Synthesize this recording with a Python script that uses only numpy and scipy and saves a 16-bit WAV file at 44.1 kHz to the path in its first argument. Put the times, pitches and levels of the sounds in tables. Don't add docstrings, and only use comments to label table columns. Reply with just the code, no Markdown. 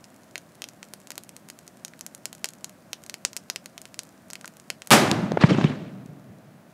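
import sys
import numpy as np
from scipy import signal
from scipy.fft import rfft, irfft
from scipy.io import wavfile

SR = 44100
rng = np.random.default_rng(int(sys.argv[2]) if len(sys.argv) > 2 else 0)


def to_wav(sig):
    pcm = np.clip(np.atleast_2d(sig), -1, 1) * 32767
    pcm = np.round(pcm).astype(np.int16)
    wavfile.write(sys.argv[1], SR, pcm.T)


N = 296793
TIME = np.arange(N) / SR
BLAST_S = 4.9122

# f/Hz, relative density/dB
RUMBLE_SPECTRUM = [(12, -71.5), (20, -38.5), (60, -22.5), (96, -8.5), (193, 1), (367, -7.5), (422, -12.5),
                   (642, -6), (849, -14.5), (1570, -16.5), (2820, -26), (3840, -29), (10800, -33),
                   (14700, -34.5), (16000, -34.5)]
# t/s, peak level/dB, f/Hz
DIRT_IMPACTS = [(6.061, -32, 6100), (6.134, -43, 6100), (6.197, -41.5, 5960), (6.243, -44, 6000),
                (6.386, -41, 6000)]
# t/s, peak level/dB, f/Hz, damping (1/Q), ground reflection delay/s
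FUSE_SPITS = [(0.0425, -27.0, 4900, 0.55, 0.00038), (0.3567, -12.5, 2100, 0.9, 0.00044),
              (0.3794, -16.0, 5800, 1.1, 0.0003), (0.6202, -11.5, 3900, 1.4, 0.00032),
              (0.6412, -14.0, 3880, 0.7, 0.00034), (0.6877, -20.0, 5800, 1.1, 0.00016),
              (0.8296, -18.0, 2800, 1.1, 0.00012), (0.937, -14.5, 10000, 1.4, 0.0002),
              (1.0722, -23.0, 6700, 1.4, 0.00028), (1.1053, -13.0, 5300, 1.8, 0.00014),
              (1.1184, -17.5, 6700, 1.8, 0.00042), (1.1558, -25.0, 6200, 1.1, 0.00014),
              (1.1796, -10.0, 10000, 2.3, 0.00024), (1.236, -23.5, 9200, 0.7, 0.00048),
              (1.2925, -20.5, 7900, 0.9, 0.00036), (1.3655, -20.0, 7300, 0.9, 0.00048),
              (1.4877, -22.0, 8500, 1.8, 0.00012), (1.501, -16.5, 6200, 1.4, 0.00042),
              (1.5895, -24.0, 7900, 1.1, 0.00014), (1.6785, -22.0, 6200, 0.7, 0.00048),
              (1.8492, -11.0, 6200, 0.7, 0.00032), (1.8813, -23.5, 5300, 1.1, 0.00014),
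              (1.9363, -32.0, 1800, 0.55, 0.00052), (1.9926, -25.0, 9200, 1.1, 0.00022),
              (2.0101, -15.0, 6700, 0.7, 0.00016), (2.0647, -13.5, 7900, 0.7, 0.00016),
              (2.1489, -18.0, 8500, 0.55, 0.0003), (2.2559, -7.0, 6150, 0.87, 0.0004),
              (2.3293, -17.5, 6700, 1.8, 0.00026), (2.3507, -24.5, 7900, 0.9, 0.00016),
              (2.444, -2.5, 4600, 1.4, 0.0004), (2.4567, -13.0, 5300, 0.9, 0.00012),
              (2.4884, -16.5, 6700, 0.7, 0.00028), (2.5357, -25.5, 7900, 0.9, 0.00016),
              (2.6444, -10.0, 6200, 0.7, 0.00028), (2.6951, -24.5, 9200, 1.4, 0.0003),
              (2.9319, -8.0, 3900, 0.95, 0.00032), (3.0378, -23.0, 7900, 1.1, 0.00014),
              (3.0636, -23.0, 6700, 0.9, 0.00048), (3.0971, -12.5, 4600, 1.1, 0.00048),
              (3.142, -12.0, 3900, 1.8, 0.0004), (3.2505, 2.0, 4600, 0.7, 0.00012),
              (3.3319, -20.5, 4200, 0.9, 0.00014), (3.3663, -7.5, 6660, 0.9, 0.0004),
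              (3.3719, -14.5, 6200, 0.58, 0.00036), (3.5, -4.5, 3900, 0.9, 0.00016),
              (3.5605, -8.5, 3600, 1.1, 0.00038), (3.6593, -16.0, 5300, 1.8, 0.00044),
              (3.7793, -16.5, 3600, 1.4, 0.00032), (3.8168, -20.5, 7900, 0.55, 0.00042),
              (3.8548, -20.5, 3600, 0.9, 0.0001), (3.9434, -20.5, 4900, 1.4, 0.0004),
              (3.9918, -7.5, 4900, 0.4, 0.0001), (4.0341, -24.5, 10100, 0.9, 0.00022),
              (4.3026, -18.0, 5800, 1.8, 0.00014), (4.3094, -25.5, 5300, 0.3, 0.00018),
              (4.3334, -13.0, 6200, 0.9, 0.0001), (4.3551, -17.5, 2800, 1.1, 0.0004),
              (4.412, -23.0, 4600, 1.1, 0.0001), (4.4451, -23.0, 1400, 0.3, 0.00018),
              (4.4568, -19.0, 6200, 0.9, 0.00012), (4.4781, -18.0, 10000, 2.2, 0.00042),
              (4.5692, -27.5, 9200, 1.1, 0.0003), (4.5992, -25.5, 5800, 1.1, 0.00012),
              (4.7024, -5.0, 3100, 1.8, 0.0004), (4.8201, -18.0, 3100, 0.7, 0.00012),
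              (4.8731, -15.5, 9200, 0.9, 0.00048)]
# f/Hz, relative density/dB
ROLL_SPECTRUM = [(24, -59), (50, -42), (80, -22), (125, 1), (205, -0.5), (280, -4), (350, -14), (480, -18),
                 (640, -16), (900, -28.5), (1500, -32.5), (2500, -42), (4000, -72)]
# f/Hz, relative density/dB
FARM_SPECTRUM = [(200, -25), (350, -0.5), (600, -11.5), (900, -12), (1900, -16), (2600, -17), (4000, -22),
                 (7000, -32.5), (10000, -44), (15000, -69)]
# t/s, level/dB
BUILDING_ECHOES = [(5.404, -22), (5.486, -22.5), (5.572, -34), (5.633, -35), (5.682, -37.5)]
# t/s, duration/s, level/dB, start f/Hz, end f/Hz
RIB_RINGS = [(5.402, 0.023, -36, 3820, 3600), (5.423, 0.029, -28, 1852, 2255),
             (5.508, 0.032, -35, 3900, 2830), (5.635, 0.016, -40, 4050, 3560),
             (5.648, 0.037, -41, 2880, 3110)]
# f/Hz, relative density/dB
GROUND_SPECTRUM = [(30, -47), (60, -24), (100, -9), (150, -3), (330, -1), (480, -8.5), (700, -4),
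                   (1100, -7.5), (1800, -9), (3000, -13), (6000, -16), (10600, -20), (15000, -31.5),
                   (16000, -43.5)]
# f/Hz, exponent of the extra decay (negative: the band lingers)
GROUND_DECAY = [(100, -0.39), (300, -0.22), (700, -0.15), (2000, 0.16), (5000, 0.49), (10000, 0.99),
                (15000, 1.05)]
# t/s, thump level/dB, thump f/Hz, crack level/dB, crack top f/Hz
BLAST_ARRIVALS = [(4.9063, -19, 181, -4.5, 13000), (5.1143, -12, 174, -10, 7000),
                  (5.2370, -15.5, 153, -31.5, 1000), (5.319, -11, 504, -25.5, 5000),
                  (5.3725, -9, 570, -19, 1600), (5.4368, -11, 740, -12.5, 1660),
                  (5.4389, 2.5, 146, -15, 1470), (5.5098, -7, 358, -32, 3000),
                  (5.5149, -5.5, 169, -35, 3000), (5.5477, -12.5, 193, -24, 2000),
                  (5.583, -9, 218, -18.5, 794), (5.612, -21, 300, -21, 2000), (5.642, -23, 251, -18, 2400),
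                  (5.645, -3.5, 167, -36, 2400), (6.056, -29, 190, -59, 700), (6.298, -31.5, 122, -65, 700)]


def from_db(db):
    return 10 ** (np.asarray(db) / 20)


def unit_rms(x):
    return x / np.sqrt(np.mean(x ** 2) + 1e-20)


def at_hz(points, hz):
    f, value = np.transpose(points)
    return np.interp(np.log(hz), np.log(f), value)


def cut(x, hz, kind, order=2):
    return signal.sosfilt(signal.butter(order, hz, kind, fs=SR, output="sos"), x)


def noise(spectrum):
    hz = np.arange(N // 2 + 1) * SR / N + 1
    return unit_rms(irfft(rfft(rng.standard_normal(N)) * from_db(at_hz(spectrum, hz)), N))


def waver(hz):
    knots = rng.standard_normal(int(N / SR * hz) + 2)
    return unit_rms(np.interp(TIME * hz, np.arange(len(knots)), knots))


def bands(x, edges):
    for hz in edges:
        band = signal.sosfiltfilt(signal.butter(6, hz, fs=SR, output="sos"), x)
        x = x - band
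        yield hz, band


def add(out, s, sound):
    start = int(round(s * SR))
    out[start:start + len(sound)] += sound[:N - start]


def echo_shape(start_s, attack_s, hold_s, fall_db_per_s, knee_s=1, power=0):
    rise = np.clip((TIME - start_s) / attack_s, 0, 1)
    age = np.maximum(TIME - start_s - attack_s - hold_s, 0)
    return rise * from_db(-fall_db_per_s * age) * (1 + age / knee_s) ** -power


def distant_rumble(level_db=-53):
    return from_db(level_db) * noise(RUMBLE_SPECTRUM)


def snap(hz, damping, body_share, bounce_s, bounce_share, body_hz=900):
    t = np.arange(256) / SR
    phase, slow = 2 * np.pi * hz * t, 2 * np.pi * body_hz * t
    wave = -np.cos(phase) * np.exp(-phase * damping / 2) - body_share * (1 - slow) * np.exp(-slow)
    wave[0] /= 2
    wave = wave + bounce_share * np.interp(t - bounce_s, t, wave, left=0)
    wave = cut(cut(wave, 400, "high"), 12500, "low")
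    return wave / np.abs(signal.hilbert(wave)).max()


def snaps(rows, rubble_db=-14, rubble_s=0.0019, rubble_hz=2000):
    out, t = np.zeros(N), np.arange(256) / SR
    rubble = rng.standard_normal((len(rows), len(t))) * t * np.exp(-2 * t / rubble_s)
    for (s, db, *shape), lumps in zip(rows, cut(rubble, rubble_hz, "high")):
        paths = from_db(rubble_db) * lumps / np.linalg.norm(lumps) + (t == 0)
        add(out, s, from_db(db) * np.convolve(snap(*shape), paths))
    return out


def clod_scatter(x, tail_db=-11.5, knee_s=.0016, length_s=0.082, top_hz=9000, uneven_db=6.0):
    t = np.arange(int(length_s * SR)) / SR
    sign, size = rng.standard_normal((SR // 2, 2))[:len(t)].T
    spray = cut(sign * from_db(uneven_db * size), top_hz, "low", order=1)
    spray *= (1 - t / length_s) / (1 + t / knee_s)
    return x + from_db(tail_db) * signal.fftconvolve(x, spray / np.linalg.norm(spray))[:N]


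def falling_dirt(crumb_db=-52, spread_db=5, crumbs_from_s=6.7, count=14):
    crumbs = [(crumbs_from_s + when * (TIME[-1] - crumbs_from_s),
               crumb_db + spread_db * size, 4000 + 4000 * pitch)
              for when, size, pitch in rng.random((count, 3))]
    shape = (1.2, .1, .0003, .3)   # damping, body share, bounce delay/s, bounce share
    return clod_scatter(snaps([(s, db, hz, *shape) for s, db, hz in list(DIRT_IMPACTS) + crumbs]))


def spits(weak_db=-35, range_db=8, weak_hz=7000, longest_bounce_s=.0006, count=16):
    weak = [(when * BLAST_S, weak_db + range_db * (size - .5), weak_hz * 2 ** (pitch - .5),
             .8, longest_bounce_s * height)
            for when, size, pitch, height in rng.random((count, 4))]
    body_share, bounce_share = .06, .45
    return snaps([(s, db, hz, damping, body_share, bounce_s, bounce_share)
                  for s, db, hz, damping, bounce_s in list(FUSE_SPITS) + weak])


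def fuse(grain_db=-48, spread_db=4.5, grain_hz=7500, hiss_db=-70, count=190):
    sputter = [(when * BLAST_S, grain_db - spread_db * np.log(size + 0.027),
                grain_hz * 2 ** (pitch - .5), 1, .1, 0.00049 * height, .5)
               for when, size, pitch, height in rng.random((count, 4))]
    hiss = unit_rms(cut(cut(rng.standard_normal(N), 5000, "high"), 10000, "low"))
    return clod_scatter(spits() + snaps(sputter)) + from_db(hiss_db) * hiss * (TIME < BLAST_S)


def low_roll(field_db=-26.5, farm_db=-25.0, uneven_db=1.6, uneven_hz=28):
    field = from_db(field_db) * echo_shape(4.96, attack_s=0.097, hold_s=.1, fall_db_per_s=22)
    farm = from_db(farm_db) * echo_shape(5.41, attack_s=.08, hold_s=.14, fall_db_per_s=3,
                                         knee_s=.2, power=2.05)
    uneven = from_db(uneven_db * np.clip(waver(uneven_hz), -2, 1))
    return np.hypot(field, farm) * uneven * noise(ROLL_SPECTRUM)


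def farm_envelope(trees_db=-34.5):
    trees = from_db(trees_db) * echo_shape(5.385, attack_s=.02, hold_s=.245, fall_db_per_s=75)
    walls = [from_db(db) * echo_shape(s, attack_s=0.01, hold_s=0.0023, fall_db_per_s=264)
             for s, db in BUILDING_ECHOES]
    return np.linalg.norm([trees] + walls, axis=0)


def farm_echo(patchy_db=2.5, patchy_hz=45, grain_db=1.5, grain_hz=500, loss_db_per_khz_s=0.5):
    travel_s = np.clip(TIME - 5.0, -.2, .5)
    wash = sum(band * from_db(patchy_db * waver(patchy_hz) - loss_db_per_khz_s * travel_s * hz / 1000)
               for hz, band in bands(noise(FARM_SPECTRUM), np.geomspace(600, 18000, 22)))
    grain = unit_rms(from_db(grain_db * waver(grain_hz)))
    return farm_envelope() * wash * grain


def rib_echoes(scatter_hz=450):
    out = np.zeros(N)
    for s, length_s, db, start_hz, end_hz in RIB_RINGS:
        along = np.linspace(0, 1, int(length_s * SR))
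        phase = 2 * np.pi * np.cumsum(start_hz + (end_hz - start_hz) * along) / SR
        strength = (1 + waver(scatter_hz) + 1j * waver(scatter_hz))[:len(along)] / np.sqrt(2)
        add(out, s, from_db(db) * np.sin(np.pi * along) * np.real(strength * np.exp(1j * phase)))
    return out


def ground_scatter(level_db=-8.8, knee_s=0.036, lead_s=.003):
    path_ratio = np.hypot(1, np.maximum(TIME - BLAST_S, 0) / knee_s)
    wash = sum(band * path_ratio ** -at_hz(GROUND_DECAY, hz / 2 ** (1 / 3))
               for hz, band in bands(noise(GROUND_SPECTRUM), np.geomspace(120, 18000, 12)))
    envelope = echo_shape(BLAST_S - lead_s, attack_s=0.0033, hold_s=.027, fall_db_per_s=54,
                          knee_s=.007, power=.28)
    return from_db(level_db) * envelope * wash


def blast_waves(thump_rise_cycles=0.37, crack_cycles=7.0, front_db=1.0, front_s=.0003):
    out, t = np.zeros(N), np.arange(SR // 10) / SR
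    for s, thump_db, thump_hz, crack_db, top_hz in BLAST_ARRIVALS:
        age = t * thump_hz / thump_rise_cycles
        thump = -np.sin(2 * np.pi * thump_hz * t) * age * np.exp(1 - age)
        front = cut((t / front_s - 1) * np.exp(-t / front_s), top_hz, "low")
        crack = unit_rms(cut(rng.standard_normal(len(t)), top_hz, "low", order=3))
        crack *= np.exp(-(t * top_hz / crack_cycles) ** 2)
        add(out, s, from_db(thump_db) * thump + from_db(crack_db) * (crack + from_db(front_db) * front))
    return out


def scene():
    blast = cut(blast_waves(), 120, "high", order=3) + cut(ground_scatter(), 94, "high")
    far_echoes = low_roll() + farm_echo() + rib_echoes()
    return (distant_rumble() + falling_dirt() + fuse() + far_echoes + blast)[None]


def record(dry, ceiling=.86, cutoff_hz=15600):
    clipped = dry / (1 + (dry / ceiling) ** 10) ** (1 / 10)
    return signal.sosfilt(signal.ellip(10, .1, 80, cutoff_hz, fs=SR, output="sos"), clipped)


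dry = scene()
out = record(dry)
to_wav(out)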